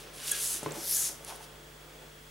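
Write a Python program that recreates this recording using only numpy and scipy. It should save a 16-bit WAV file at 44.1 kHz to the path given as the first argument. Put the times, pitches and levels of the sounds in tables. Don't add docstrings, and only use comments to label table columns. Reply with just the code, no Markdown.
import sys
import numpy as np
from scipy import signal
from scipy.fft import rfft, irfft, next_fast_len
from scipy.io import wavfile

SR = 44100
rng = np.random.default_rng(int(sys.argv[2]) if len(sys.argv) > 2 else 0)


def master(y):
    cut = np.clip(np.atleast_2d(y).T, -1, 1)
    pcm = np.round(cut * 32767)
    wavfile.write(sys.argv[1], SR, pcm.astype(np.int16))


N = 101429
TIME = np.arange(N) / SR

# (frequency [Hz], level [dB])
FAN_COLOUR = [(25, -20), (60, -8.5), (120, -10), (200, -11), (350, -9.5), (550, -6), (800, -13),
              (1500, -10), (2500, -14), (3200, -13.5), (4000, -18), (8000, -19.5), (12000, -24.5),
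              (15500, -27.5)]
# (frequency [Hz], correlation [0-1])
FAN_LIKENESS = [(60, 1.0), (180, 0.8), (550, 0.35), (1650, 0.093), (4970, 0.45), (15000, 1)]
# (frequency [Hz], level [dB], phase waver [rad])
HUM_LINES = [(50, -60.5, .03), (149.5, -61, .15), (246, -70, .6), (343, -68, .5), (441, -65, .25),
             (15625, -68, .1)]
# (frequency [Hz], gain [dB])
ROOM_COLOUR = [(100, -1.5), (300, 9), (1000, 1.5), (2500, 1.5), (5000, 0.5), (9000, -4), (15000, -71)]
# (frequency [Hz], level [dB])
HANDLING_LEVEL = [(0, -54.5), (.5, -56.5), (.56, -50), (.6, -54.5), (.675, -47), (.73, -42.5), (.78, -46),
                  (.86, -55), (1.1, -53.5), (1.2, -54.5), (1.33, -51.5), (1.45, -57.5), (1.52, -56.5),
                  (1.62, -63), (1.93, -58.5), (2.03, -55), (2.09, -63)]
HANDLING_COLOUR = [(40, -37), (90, -12), (170, -2.5), (330, 2), (600, 2.5), (900, -1.5), (1300, -5),
                   (2000, -7.5), (4000, -14), (9000, -19.5)]
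# (time [s], level [dB], contact brightness [Hz])
THUMPS = [(.547, -38, 400), (0.6303, -29, 585), (0.6614, -27, 1520), (0.6633, -25.5, 684),
          (0.6701, -31.5, 696), (0.7168, -45, 700), (0.7668, -33, 553), (0.775, -45, 400), (.787, -48, 350),
          (1.097, -43, 1500), (2.03, -49, 900)]
# (frequency [Hz], gain [dB], t60 [s])
SLEEVE_MODES = [(150.7, -18, 0.42), (204, -16, 0.11), (271, -7.5, 0.067), (321, -10.5, 0.1),
                (434, -8.5, 0.064), (520, -12.5, 0.034), (594, -8.5, 0.022), (720, -3, 0.022),
                (852, -7, 0.049), (990, -3, 0.015), (1290, -6.5, 0.031), (1800, -3, 0.019)]
# (time [s], peak level [dB], pitch [Hz], length [s])
FLEXES = [(.756, -42, 326, .055), (1.3185, -39, 700, .008)]
# (time [s], level [dB], centre [Hz], decay [s])
SNAPS = [(0.279, -33, 4050, 0.0048), (0.294, -33, 4200, 0.0016), (0.6303, -37.5, 8500, 0.0068),
         (0.6635, -42.5, 4870, 0.0047), (0.6613, -49, 1480, 0.0015), (0.709, -39, 4560, .002),
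         (0.7202, -37, 7550, 0.0029), (.773, -45, 7000, 0.0018), (1.2474, -31, 9200, 0.0012),
         (1.278, -36, 9500, .002), (1.361, -41, 11000, .002)]
# (frequency [Hz], level [dB])
BRUSH_LEVEL = [(1.235, -60), (1.255, -54), (1.272, -47.5), (1.281, -45), (1.302, -42.5), (1.328, -52),
               (1.365, -52), (1.39, -60), (1.444, -50), (1.465, -63)]
BRUSH_COLOUR = [(1000, -9.5), (3000, 5), (4500, 2.5), (6000, 5.5), (7300, -0.5), (10500, 6.5), (12500, -3),
                (15500, -12)]
# (time [s], level [dB])
CUSHION_LEVEL = [(1.255, -71), (1.285, -51), (1.312, -49), (1.323, -46), (1.336, -55), (1.385, -62),
                 (1.42, -49.5), (1.47, -73)]
# (time [s], length [s], pitch [Hz], level [dB], resonance [Hz])
SQUEAKS = [(.2245, .028, 1476, -47.5, 1410), (.3129, .009, 1671, -21, 8850),
           (.9653, .0052, 1605, -26.5, 7950)]
# (frequency [Hz], peak level [dB], t60 [s])
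DISC_MODES = [(1655, -37.5, .28), (3326, -35, .05), (6700, -41, .15), (8389, -40, .12)]
# (frequency [Hz], level [dB])
FIRST_LEVEL = [(0, -50), (.03, -58), (.12, -69), (.146, -51), (.212, -48), (.28, -35), (.345, -38.5),
               (.43, -31.5), (.526, -33), (.58, -39), (.615, -49.5), (.68, -56)]
FIRST_COLOUR = [(500, -21.5), (1400, -18.5), (2200, -20), (3300, -10.5), (4400, -10), (6500, -4),
                (8300, -2.5), (10400, 0.5), (12000, -6), (15500, -16.5)]
# (frequency [Hz], level [dB])
SCRAPE_LEVEL = [(0, -52.5), (.12, -61.5), (.2, -49), (.28, -43.5), (.37, -40.5), (.44, -51.5), (.6, -50.5),
                (.66, -51)]
SCRAPE_COLOUR = [(300, -14), (900, -9), (1450, 0), (2100, -2), (2900, 3.5), (4500, 0.5), (6000, 0),
                 (12000, -42)]
# (frequency [Hz], level [dB])
SECOND_LEVEL = [(.7, -76), (.75, -46), (.822, -42), (.87, -40), (.922, -36), (.98, -38), (1.036, -35.5),
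                (1.075, -36), (1.12, -47.5), (1.18, -60), (1.24, -66)]
SECOND_COLOUR = [(500, -26), (1400, -10.5), (2500, -9), (3600, -5), (5000, -6), (7000, -4), (9000, -1),
                 (11500, -1.5), (13500, -5), (15500, -18)]
# (time [s], lower centre [Hz], gain [dB], upper centre [Hz], gain [dB])
SLEEVE_GLIDE = [(.78, 5860, -5, 11200, -14), (.85, 5000, -6, 11300, 0), (.91, 5230, -2, 11100, 6),
                (0.953, 6700, 4.5, 11000, 7), (1.011, 6850, 3, 10300, 6), (1.08, 6040, -2.5, 9500, -1.5)]


def from_db(db):
    return 10 ** (np.asarray(db) / 20)


def unit_rms(x):
    return x / np.sqrt(np.mean(x ** 2) + 1e-20)


def level(rows):
    times, db = np.transpose(rows)
    outside_s = np.abs(TIME - np.clip(TIME, times[0], times[-1]))
    return from_db(np.interp(TIME, times, db)) * np.exp(-outside_s / .03)


def swell(start, length):
    return np.sin(np.pi * np.clip((TIME - start) / length, 0, 1))


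def drift(rate_hz):
    r = np.exp(-2 * np.pi * rate_hz / SR)
    return unit_rms(signal.lfilter([1], [1, -2 * r, r * r], rng.standard_normal(N + SR))[SR:])


def colour(x, points):
    size = next_fast_len(N + SR // 2)
    hz, db = np.transpose(points)
    bin_hz = np.arange(size // 2 + 1) * SR / size
    gain = from_db(np.interp(np.log(bin_hz + 1), np.log(hz), db))
    return irfft(rfft(x, size) * gain, size)[..., :N]


def roll_off(x, kind, hz, order=2):
    return signal.sosfilt(signal.butter(order, hz, kind, fs=SR, output="sos"), x)


def resonator(hz, width_hz):
    r = np.exp(-np.pi * width_hz / SR)
    return np.array([1, 0, -1]) * (1 - r * r) / 2, [1, -2 * r * np.cos(2 * np.pi * hz / SR), r * r]


def band(x, hz, width_hz):
    b, a = resonator(hz, width_hz)
    return signal.lfilter(b, a, signal.lfilter(b, a, x + 1e-18) + 1e-18)


def glide(x, hz, width_hz, size=256):
    out, state = np.zeros(N), np.zeros(2)
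    for i in range(0, N, size):
        out[i:i + size], state = signal.lfilter(*resonator(hz[i], width_hz), x[i:i + size], zi=state)
    return out


def ring(x, hz, t60):
    r, w = np.exp(-np.log(1000) / (t60 * SR)), 2 * np.pi * hz / SR
    return signal.lfilter([0, np.sin(w)], [1, -2 * r * np.cos(w), r * r], x + 1e-18)


def fan(db=-53):
    hz, alike = np.transpose(FAN_LIKENESS)
    alike = np.clip(alike, -.99, .99)
    mid = colour(colour(rng.standard_normal(N), FAN_COLOUR), np.c_[hz, 10 * np.log10(1 + alike)])
    side = colour(colour(rng.standard_normal(N), FAN_COLOUR), np.c_[hz, 10 * np.log10(1 - alike)])
    return from_db(db) * unit_rms(np.array([mid + side, mid - side]))


def electrical_hum(whine_db=-66.5):
    whine = unit_rms(band(rng.standard_normal(N), hz=3345, width_hz=200))
    hum = sum(from_db(db) * np.sqrt(2) * np.sin(2 * np.pi * hz * TIME + waver * drift(1.33))
              for hz, db, waver in HUM_LINES)
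    return from_db(whine_db) * whine + hum


def room(x, t60=.25, send_db=-8.5):
    t = TIME[:SR // 2]
    mid, side = rng.standard_normal((2, len(t))) * np.exp(-np.log(1000) * t / t60) * (t > .004)
    side = roll_off(side, "highpass", hz=450, order=1)
    tail = np.array([mid + side, mid - side])
    tail /= np.sqrt(np.sum(tail ** 2, axis=1, keepdims=True))
    return from_db(send_db) * signal.fftconvolve(colour(x, ROOM_COLOUR)[None], tail, axes=1)[:, :N]


def fibres(catches_per_s=5000, spread_db=3, catch_db=-4, judder_db=1.24):
    sizes = from_db(spread_db * np.minimum(rng.exponential(1, N), 5)) * rng.choice([-1, 1], N)
    catches = unit_rms(sizes * (rng.random(N) < catches_per_s / SR))
    hiss = rng.standard_normal(N) + from_db(catch_db) * catches
    return hiss * from_db(judder_db * drift(rate_hz=157))


def friction(spectrum):
    return unit_rms(colour(fibres(), spectrum))


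def handling():
    return level(HANDLING_LEVEL) * friction(HANDLING_COLOUR)


def thumps(spread_db=3):
    times, db, bright_hz = np.transpose(THUMPS)
    scatter_db = spread_db * rng.standard_normal((len(times), len(SLEEVE_MODES)))
    out = 0
    for k, (hz, mode_db, t60) in enumerate(SLEEVE_MODES):
        softening = 1 + (hz / bright_hz) ** 2
        blows = np.zeros(N)
        blows[(times * SR).astype(int)] = from_db(db + mode_db + scatter_db[:, k]) / softening
        out += ring(blows, hz, t60)
    return roll_off(out, "highpass", hz=175)


def flexes():
    return sum(from_db(db) * swell(start, length) * np.sin(2 * np.pi * hz * (TIME - start))
               for start, db, hz, length in FLEXES)


def snaps():
    out = 0
    for start, db, hz, decay in SNAPS:
        crack = unit_rms(band(rng.standard_normal(N), hz, width_hz=.75 * hz))
        envelope = (TIME >= start) * np.exp(-np.minimum(np.abs(TIME - start) / decay, 20))
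        out += from_db(db) * envelope * crack
    return roll_off(out, "lowpass", hz=10800)


def laying_down():
    air = unit_rms(band(fibres(), hz=770, width_hz=620))
    return level(BRUSH_LEVEL) * friction(BRUSH_COLOUR) + level(CUSHION_LEVEL) * air


def squeaks(pitch_sag=.012, jitter_rad=.07, buzz_db=-39):
    out, drive = 0, 0
    for start, length, hz, db, bright_hz in SQUEAKS:
        progress = np.clip((TIME - start) / length, 0, 1)
        phase = 2 * np.pi * hz * (TIME - start) * (1 - pitch_sag * (progress - 1) / 2)
        phase += jitter_rad * drift(rate_hz=300)
        slips = sum(np.cos(k * phase) for k in range(1, 8) if k != 3)
        bright = band(slips, bright_hz, width_hz=7200)
        envelope = from_db(db) * swell(start, length)
        out += envelope * unit_rms(bright + from_db(buzz_db) * slips)
        drive += envelope * slips
    for hz, db, t60 in DISC_MODES:
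        tail = ring(drive, hz, t60)
        out += from_db(db) * tail / np.abs(tail).max()
    return out


def first_pull():
    hiss = level(FIRST_LEVEL) * friction(FIRST_COLOUR)
    scrape = level(SCRAPE_LEVEL) * friction(SCRAPE_COLOUR)
    return hiss + scrape


def second_pull(broad_db=-1.5, lower_width_hz=2740, upper_width_hz=4100, left_db=1.35):
    times, *columns = np.transpose(SLEEVE_GLIDE)
    lower_hz, lower_db, upper_hz, upper_db = (np.interp(TIME, times, column) for column in columns)
    hiss = from_db(broad_db) * friction(SECOND_COLOUR)
    for hz, db, width in ((lower_hz, lower_db, lower_width_hz), (upper_hz, upper_db, upper_width_hz)):
        resonance = glide(glide(fibres(), hz, width), hz, width)
        hiss += from_db(db) * unit_rms(resonance)
    pan = from_db([[left_db / 2], [-left_db / 2]])
    return pan * level(SECOND_LEVEL) * hiss


def scene():
    sleeve = handling() + thumps() + flexes() + snaps() + laying_down()
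    close = sleeve + first_pull() + squeaks() + second_pull()
    return close + room(close.mean(axis=0)) + fan() + electrical_hum()


def record(dry, cutoff_hz=15850):
    return signal.sosfilt(signal.ellip(12, .1, 80, cutoff_hz, fs=SR, output="sos"), dry)


dry = scene()
out = record(dry)
master(out)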